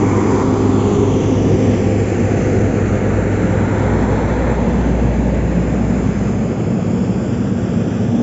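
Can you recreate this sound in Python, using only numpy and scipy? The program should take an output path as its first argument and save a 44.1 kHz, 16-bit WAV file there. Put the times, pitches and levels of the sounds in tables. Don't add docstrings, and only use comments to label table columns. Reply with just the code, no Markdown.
import sys
import numpy as np
from scipy import signal
from scipy.fft import rfft, irfft, next_fast_len
from scipy.io import wavfile
from scipy.ndimage import uniform_filter1d, map_coordinates

SR = 44100
rng = np.random.default_rng(int(sys.argv[2]) if len(sys.argv) > 2 else 0)


def inscribe(sig):
    pcm = np.round(np.clip(np.atleast_2d(sig).T, -1, 1) * 32767)
    wavfile.write(sys.argv[1], SR, pcm.astype(np.int16))


def gain_from_decibels(decibels):
    exponent = np.asarray(decibels, float) / 20
    return 10 ** exponent


N = 362502

# t/s, firing f/Hz, firing tone level/dB
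ENGINE = [(0, 102.5, -21), (1.8, 102.8, -20), (2.4, 102.3, -20.5), (2.9, 102.2, -19.5), (3.5, 102.2, -19.5),
          (3.9, 102.6, -22), (4.2, 103.6, -26), (4.6, 108.3, -33), (5.2, 107.7, -33), (5.8, 105.8, -29),
          (6.9, 108.7, -28), (7.5, 108, -29), (8.22, 108.6, -31)]
# t/s, turn (0 roller, 1 down the road), extra path via ground/m, echo share/0-1,
# nearness/dB, phase lost at the bounce/turns
VIEW = [(0, 0.042, 0.037, 0.3, -4.5, 0.0076), (.4, 0.087, 0.07, 0.6, -2.5, 0.051),
        (.7, 0.078, 0.079, 0.4, -1.5, 0), (1, 0.099, .105, .55, -1, 0), (1.25, 0.11, 0.115, 0.4, -1, 0),
        (1.6, .2, 0.13, 0.4, 0, 0.035), (2, 0.21, .148, 0.7, -1.5, 0.046),
        (2.4, 0.25, .156, 0.5, -0.5, 0.013), (3, 0.32, .165, 0.4, -2.5, 0.16),
        (3.6, 0.36, .16, 0.35, -2, 0.14), (4.2, 0.47, .162, 0.2, -1, 0), (4.8, 0.69, .16, 0.1, -1, .05),
        (5.4, 0.64, 0.158, 0.35, -2, 0.093), (5.75, 0.72, .162, 0.2, -1.5, 0.16),
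        (6.1, 0.82, .168, 0.3, -1.5, 0.18), (6.5, 0.84, .176, 0.4, -2.5, 0.34),
        (7, 0.87, .166, 0.3, -2.5, 0.36), (7.5, 0.84, .156, 0.3, -3, 0.45),
        (8.22, 0.88, .146, 0.4, -3, 0.48)]
SOUND_M_PER_S = 343
CUT_S = 0.027


def unit(x):
    return x / np.sqrt(np.mean(x ** 2) + 1e-20)


def along(points, hz):
    f, v = np.transpose(points)
    return np.interp(np.log(hz + 1), np.log(f + 1), v)


def curves(rows, t=None):
    s, *cols = np.transpose(rows)
    at_s = np.arange(N) / SR if t is None else t
    return [np.interp(at_s, s, c) for c in cols]


def wobble(rate_hz):
    t = np.arange(0, N + 64, 64) / SR
    knots = rng.standard_normal(int(N * rate_hz / SR) + 4)
    return np.interp(np.arange(N) / SR, t, map_coordinates(knots, [t * rate_hz]))


def tone(hz, db, drift_hz, flutter_db, pace_hz=5):
    turns = np.cumsum(hz + drift_hz * wobble(pace_hz)) / SR
    level = np.sqrt(2) * gain_from_decibels(db + flutter_db * wobble(pace_hz))
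    return level * np.sin(2 * np.pi * (turns + rng.random()))


def rush(colour, level, echo, patchy_db):
    hz, t, z = signal.stft(rng.standard_normal(N), SR, nperseg=2048)
    keep = hz < 8000
    band_hz = hz[keep, None]
    db = colour(band_hz, t)
    db = db - 10 * np.log10(np.sum(gain_from_decibels(2 * db), axis=0) / len(hz))
    db = db + level(t) + echo(band_hz, t)
    field = uniform_filter1d(rng.standard_normal(db.shape), size=16, axis=0)
    field = uniform_filter1d(field, size=6, axis=1)
    gain = np.pad(gain_from_decibels(db + patchy_db * unit(field)), ((0, len(hz) - keep.sum()), (0, 0)))
    return signal.istft(z * gain, nperseg=2048)[1][:N]


def surge(hz):
    # t/s, f/Hz
    panels = [(.07, 306), (.12, 258), (.22, 310), (.3, 204), (.36, 389), (.48, 261), (.67, 386), (.72, 258),
              (.78, 206), (1, 407), (1.02, 204), (1.09, 260), (1.35, 515), (1.37, 452), (1.4, 261),
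              (1.51, 310), (1.65, 508), (1.66, 450), (1.92, 306), (1.93, 261), (1.95, 516), (1.97, 452),
              (2.22, 448), (2.23, 509), (2.41, 208), (2.86, 206), (3.03, 204), (3.42, 305), (3.54, 180),
              (3.83, 513), (4.23, 518), (4.67, 495), (4.84, 369)]
    reach_hz, lift_db, half_s, lull_db = 9, 6, .09, -1.5
    t = np.arange(N) / SR
    near = [s for s, panel_hz in panels if abs(panel_hz - hz) < reach_hz]
    return lull_db * bool(near) + sum(lift_db * np.exp(-((t - s) / half_s) ** 2) for s in near)


def exhaust():
    # order per engine cycle, level/dB, change as the pipe turns away/(dB/s)
    orders = [(6, 0, 0), (12, -4, -2), (18, -8, -1.2), (24, -14, -1), (30, -13, .35)]
    throttle_off_s, overtones_die_db_per_s = 4.9, 12
    t = np.arange(N) / SR
    firing_hz, firing_db = curves(ENGINE)
    cycle_hz = firing_hz / 6
    off_load_db = overtones_die_db_per_s * np.clip(t - throttle_off_s, 0, None)
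    out = 0
    for k, db, change in orders:
        level_db = firing_db + db + surge(k * cycle_hz[0]) + change * t - (k > 6) * off_load_db
        out = out + tone(k * cycle_hz, level_db, k / 30, k / 24)
    return out


def knock():
    # t/s, level/dB
    knock_level = [
        (0, -37.5),
        (1.4, -44),
        (2.3, -43.5),
        (4, -49),
        (4.6, -62),
        (8.22, -66),
    ]
    # order per engine cycle, level/dB
    pattern = [(36, -6), (42, -5), (46, 0), (47, -3), (50, -8), (51, -8), (53, -3), (54, -6), (57, -7),
               (60, -14), (61, -11), (66, -4), (68, -9), (70, -8), (72, -11), (77, -13), (79, -11),
               (81, -12), (86, -15)]
    t = np.arange(N) / SR
    cycle_hz = curves(ENGINE)[0] / 6
    angle = 2 * np.pi * np.cumsum(cycle_hz + .006 * wobble(5)) / SR

    def partial(k, db):
        return gain_from_decibels(db) * np.sin(k * angle + 2 * np.pi * rng.random())

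    middle = sum(partial(k, db) for k, db in pattern if 52 < k < 73)
    outer = sum(partial(k, db) for k, db in pattern if not 52 < k < 73)
    sinking = gain_from_decibels(-4 * np.clip(t - 1, 0, None))
    level_db = curves(knock_level)[0] + 1.5 + wobble(5)
    return np.sqrt(2) * gain_from_decibels(level_db) * (outer + sinking * middle)


def drum():
    # t/s, f/Hz, level/dB
    weight = [
        (0, 30.7, -38),
        (4.15, 30.7, -39),
        (4.4, 29.5, -46),
        (4.7, 25, -55),
        (6, 15, -80),
    ]
    hz, db = curves(weight)
    return tone(hz, db, .05, .3) + tone(2 * hz, db + 2, .3, 3)


def pump():
    # t/s, f/Hz, level/dB
    piston = [
        (0, 260.5, -27),
        (.6, 260.5, -24.5),
        (1.4, 260.5, -25.5),
        (2.3, 260.5, -35),
        (4.2, 261, -35),
        (4.9, 260.5, -35),
        (5.5, 260, -50),
    ]
    return gain_from_decibels(surge(piston[0][1])) * tone(*curves(piston), 2, 1.2, 10)


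def whines():
    # f/Hz, middle t/s, half length/s, level/dB
    swells = [(388, .35, .35, -26), (408, 1, .25, -27), (372, 4.85, .2, -31), (270, 4.9, .4, -30),
              (288, .7, .1, -27), (380, 1.52, .12, -25), (384, .7, .12, -27), (242, 1.74, .1, -27),
              (346, 2.45, .1, -28), (376, 2.52, .1, -29), (247, 4.62, .1, -27), (177, 4.8, .2, -26),
              (226, 4.74, .1, -26), (263, 6.05, .1, -26), (380, 6.08, .1, -30), (240, 8.15, .12, -24),
              (451, 1.7, .9, -31), (452, 3.7, 1.1, -35), (1482, 3, 1.2, -46), (1345, 3.2, .9, -47),
              (181, 3.55, .3, -26), (490, 4.8, .5, -35)]
    t = np.arange(N) / SR
    return sum(tone(hz, db + surge(hz) - 9 * ((t - s) / half_s) ** 2, 3, 1.5, 12)
               for hz, s, half_s, db in swells)


def roller():
    return exhaust() + knock() + drum() + pump() + whines()


def echo_db(hz, path_m, share, lag=0, mirror_hz=30000):
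    turns = hz * path_m / SOUND_M_PER_S - lag
    share = np.clip(share, 0, .9) * np.exp(-(hz / mirror_hz) ** 2)
    return 20 * np.log10(np.abs(1 + share * np.exp(-2j * np.pi * turns)))


def fringes(hz, t):
    # middle t/s, half length/s, f/Hz, glide/(Hz/s), level/dB
    bands = [(2.4, .6, 6350, 698.5, 3), (3.1, .45, 5000, 202.5, -5), (3.3, .3, 3600, 298, -2.5),
             (2.5, .5, 4000, 0, -3), (6.6, .6, 5800, 501, -2.5), (5.6, .4, 3300, 99, -3),
             (4.2, .7, 6700, -1, -2.5), (6.2, .5, 8900, 302, 5), (4.4, .6, 4300, 1, 2.5),
             (1.2, .5, 4600, 598, 5), (.4, .5, 5500, 0, -6.5), (7.8, .5, 4200, 0, -3.5),
             (4.8, .4, 5500, 1, -5), (2.8, 0.43, 650, -2, 1), (2.2, 0.44, 950, 0.5, -4.5),
             (1.6, 0.44, 330, 2.5, -1.5), (2.5, .3, 3650, 1, -3.5), (3.15, .3, 3300, 0, -3),
             (3.3, .5, 3800, -1, 2.5), (3.95, .25, 2650, -1, -4.5), (6, .5, 5700, 99, -4),
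             (1.1, .25, 4650, 0.5, -4.5), (7.8, .6, 4650, 0, 4.5), (8, .4, 2450, -1, 4),
             (7, .4, 2850, 1, -2.5), (1.8, .5, 1400, -150, -5.5), (2.9, .35, 1250, -2, 2.5),
             (3.7, .35, 1400, -2, 2), (5.25, .35, 1330, 0, -3.5), (3.95, 0.33, 930, 3, 2),
             (4, .5, 630, -0.5, -2), (0.92, .3, 900, 1, 2.5), (4, .6, 5800, 0.5, -1.5),
             (6.1, .5, 6300, -0.5, 3), (5.1, .4, 2650, 0.5, 2.5), (1.5, .6, 2600, 300.5, -3.5),
             (7.2, .5, 1400, 0, 1.5), (7.5, .7, 760, 2, -2), (.3, .3, 3800, 1, 2.5), (6, .4, 830, 1, 1)]
    hz, t = hz.astype(np.float32), t.astype(np.float32)
    out = 0
    for s, half_s, mid_hz, glide, db in bands:
        width = .05 * (5000 / mid_hz) ** .5
        off_centre = hz / (mid_hz + glide * (t - s)) - 1
        out = out + db * np.exp(-((t - s) / half_s) ** 2 - (off_centre / width) ** 2)
    return out


def wall(hz, t):
    # t/s, extra path/m, share/0-1
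    wall_path = [(0, 0.13, 0.6), (.7, 0.093, 0.1), (1.2, 0.12, 0.3), (1.7, 0.17, 0.4), (2.1, 0.13, 0),
                 (2.7, 0.14, 0.23), (3.2, 0.13, 0.24), (3.7, 0.1, 0.18), (4.2, 0.1, 0.35),
                 (5.3, 0.14, 0.25), (6.2, 0.16, 0.11), (7, 0.12, 0.65), (7.6, 0.14, 0.58),
                 (8.22, 0.12, 0.92)]
    # t/s, extra path/m, share/0-1
    kerb_path = [(0, 0.12, 0.1), (.8, .158, 0.1), (1.7, .172, 0.3), (2.3, .186, 0.2), (2.9, .19, 0),
                 (3.5, .187, .35), (4.2, .19, 0.1), (5, .19, 0), (5.8, .19, 0.4), (6.6, .19, 0.3),
                 (7.3, .19, .05), (8.22, .19, .05)]
    # t/s, level/dB
    hollow_level = [
        (1.2, 0),
        (2.1, -5.5),
        (3.4, -7),
        (4.3, 0.5),
        (5.4, -0.5),
        (7, -1.5),
        (8.22, -6.5),
    ]
    kerb_hz, hollow_hz, hollow_wide_hz = 3820, 1049, 69.6
    path_m, share = curves(kerb_path, t)
    kerb = echo_db(hz, path_m, share / (1 + (kerb_hz / (hz + 1)) ** 6))
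    hollow = curves(hollow_level, t)[0] * np.exp(-((hz - hollow_hz) / hollow_wide_hz) ** 2)
    return echo_db(hz, *curves(wall_path, t), mirror_hz=2000) + kerb + hollow + fringes(hz, t)


def echoes(strength):
    soil_hz, flat_gain = 8000, 3.5

    def echo(hz, t):
        turn, path_m, share, _, lag = curves(VIEW, t)
        mirror_hz = soil_hz * (1 + flat_gain * turn ** 3)
        return echo_db(hz, path_m, strength * share, lag, mirror_hz) + wall(hz, t)
    return echo


def turning(spectra):
    turns = [0, 0.54, 1]

    def colour(hz, t):
        turn = curves(VIEW, t)[0]
        return sum(np.interp(turn, turns, row) * along(points, hz) for row, points in zip(np.eye(3), spectra))
    return colour


def shelf(hz):
    # from f/Hz, to f/Hz, level/dB
    weak_bands = [(2750, 3562, -1), (3562, 4790, -7), (4790, 5860, -5)]
    return sum(db * ((hz > low) & (hz <= high)) for low, high, db in weak_bands)


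def steady(spectrum):
    return lambda hz, t: along(spectrum, hz) + shelf(hz) + 0 * t


def roar():
    # f/Hz, level/(dB per Hz)
    facing = [(20, -40), (46, -27), (56, -23.5), (85, -5.5), (125, -6.5), (150, -8), (185, -7), (225, -6),
              (258, -3), (390, -3.5), (435, -6.5), (520, -11.5), (570, -22), (680, -17), (930, -18.5),
              (1550, -32.5), (2600, -97)]
    # f/Hz, level/(dB per Hz)
    side_on = [(30, -35.5), (85, -6.5), (135, -6), (180, -5), (240, -5.5), (280, -11), (330, -11.5),
               (450, -11.5), (520, -10), (570, -12), (680, -15.5), (1000, -31), (2400, -85)]
    # f/Hz, level/(dB per Hz)
    away = [(20, -52), (35, -34), (48, -29.5), (58, -12), (85, -11), (110, -2), (135, -8), (180, -3),
            (245, -5.5), (290, -12), (490, -16.5), (545, -23), (620, -22), (800, -23), (1400, -33.5),
            (2300, -61.5), (4000, -120)]
    low_cut = signal.butter(3, 44, "high", fs=SR, output="sos")

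    def level(t):
        return -18 + curves(VIEW, t)[3]

    noise = rush(turning([facing, side_on, away]), level, echoes(0.6), patchy_db=0.0)
    return gain_from_decibels(.4 * wobble(6)) * signal.sosfilt(low_cut, noise)


def hiss():
    # f/Hz, level/(dB per Hz)
    air_front = [(650, -31), (1100, 1.5), (1500, -5.5), (2200, -9.5), (2870, -8.5), (3500, -11.5),
                 (4200, -13.5), (5000, -10.5), (5800, -10), (6500, -12), (7500, -9.5), (9000, -50.5)]
    # f/Hz, level/(dB per Hz)
    air_side = [(650, -36.5), (1100, 5), (1500, 2), (2300, -4), (2950, -11), (3950, -7.5), (4650, -16.5),
                (7500, -16)]
    # f/Hz, level/(dB per Hz)
    air_away = [(650, -37), (1100, 1.5), (1550, 0), (2150, -10), (2870, -12), (4000, -17), (5100, -8.5),
                (6200, -16), (7500, -11)]
    throb = gain_from_decibels(.55 * wobble(24) + .3 * wobble(60) + .25 * wobble(10))
    turned = turning([air_front, air_side, air_away])

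    def colour(hz, t):
        return turned(hz, t) + shelf(hz)

    def level(t):
        return -32 + 1.45 * curves(VIEW, t)[3]

    return throb * rush(colour, level, echoes(1), patchy_db=.6)


def grader():
    # f/Hz, level/(dB per Hz)
    machine = [(270, 2.5), (600, -12), (1000, 3), (1350, -6.5), (1600, -11.5), (2250, -10), (2700, -27),
               (7500, -21)]
    off_s, drop_db, fades_db_per_s = 0.42, -5, 7

    def level(t):
        drop = drop_db * np.clip((t - off_s) / CUT_S, 0, 1)
        return -24.5 + drop - fades_db_per_s * np.clip(t - off_s, 0, None)

    return rush(steady([(120, -34.0)] + machine), level, wall, patchy_db=0.3)


def bus():
    # t/s, firing f/Hz, level/dB
    boom = [(0, 52.4, -41), (.8, 53.4, -36), (2, 55.8, -35), (3.2, 58.2, -26), (3.65, 58.9, -30),
            (3.9, 59.1, -24), (4.4, 59.4, -20), (4.7, 59.7, -20.5), (5.1, 59.4, -17), (5.6, 58.8, -21.5),
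            (6.2, 59, -26.5), (6.45, 58.6, -33), (6.8, 58, -44), (7.25, 58.7, -37), (8.22, 58.8, -55)]
    return tone(*curves(boom), .15, .4)


def tyres():
    # loudest t/s, hidden t/s, level/dB, extra ground path/m
    passes = [
        (4.33, 4.54, -28.5, 0.18),
    ]
    # f/Hz, level/(dB per Hz)
    tread = [(700, -28), (1000, 8), (1400, 7), (2200, -5.5), (3000, -26.5), (4000, -21.5), (5000, -32),
             (7500, -15)]
    # f/Hz, level/(dB per Hz)
    engine_bay = [(350, -23.5), (520, 1.5), (700, -7), (900, 2), (1050, -9), (1300, -32.5)]
    in_earshot_s, emerges_db_per_s = 3.16, 5.5
    nears_db_per_s, hidden_db, leaves_db_per_s = 1, -6, 5
    nearest_s, passing_s = 4.33, 0.94
    road_share, road_lag_turns = 0.48, 0.13

    def passing(loudest_s, hidden_s, db, path_m):
        def level(t):
            masked = emerges_db_per_s * np.clip(in_earshot_s - t, 0, None)
            coming = nears_db_per_s * np.clip(loudest_s - t, 0, None)
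            leaving = leaves_db_per_s * np.clip(t - hidden_s, 0, None)
            hiding = hidden_db * np.clip((t - hidden_s) / CUT_S, 0, 1)
            return db - masked - coming - leaving + hiding

        def echo(hz, t):
            return echo_db(hz, path_m, road_share, road_lag_turns) + wall(hz, t)

        return rush(steady(tread), level, echo, patchy_db=.7)

    def distance(t):
        return -27.5 - 20 * np.log10(1 + ((t - nearest_s) / passing_s) ** 2)

    return sum(passing(*row) for row in passes) + rush(steady(engine_bay), distance, wall, patchy_db=.5)


def motorcycle():
    # t/s, f/Hz, level/dB, next order level/dB
    revs = [(5, 150, -42, -44), (5.35, 158, -30, -33), (5.5, 165, -21, -27), (5.65, 179, -21, -26),
            (5.8, 185, -25, -25), (5.95, 193, -24, -21), (6.1, 210, -24, -30), (6.25, 203, -27, -34),
            (6.4, 178, -26, -32), (6.55, 180, -30, -30), (6.7, 180, -23, -27), (6.85, 183, -26, -25),
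            (7.1, 190, -26, -27), (7.45, 190, -27, -27), (7.6, 187, -24, -29), (7.75, 180, -23, -27),
            (7.95, 186, -28, -26), (8.22, 180, -30, -25)]
    hz, db, next_db = curves(revs)
    return tone(hz, db - 1.5, 3.5, 2, 18) + tone(hz * 5 / 4, next_db - .5, 5, 2, 22)


def scene():
    return (roller() + roar() + hiss() + grader() + bus() + tyres() + motorcycle())[None]


def top_cut(x):
    return signal.sosfilt(signal.butter(12, 8700, fs=SR, output="sos"), x)


def record(dry):
    top_hz = 7545
    rounded = dry / (1 + np.abs(dry) ** 5) ** (1 / 5)
    m = next_fast_len(N)
    in_band = np.fft.rfftfreq(m, 1 / SR) < top_hz
    kept = irfft(rfft(rounded, m) * in_band, m)[:, :N]
    return top_cut(kept)


dry = scene()
out = record(dry)
inscribe(out)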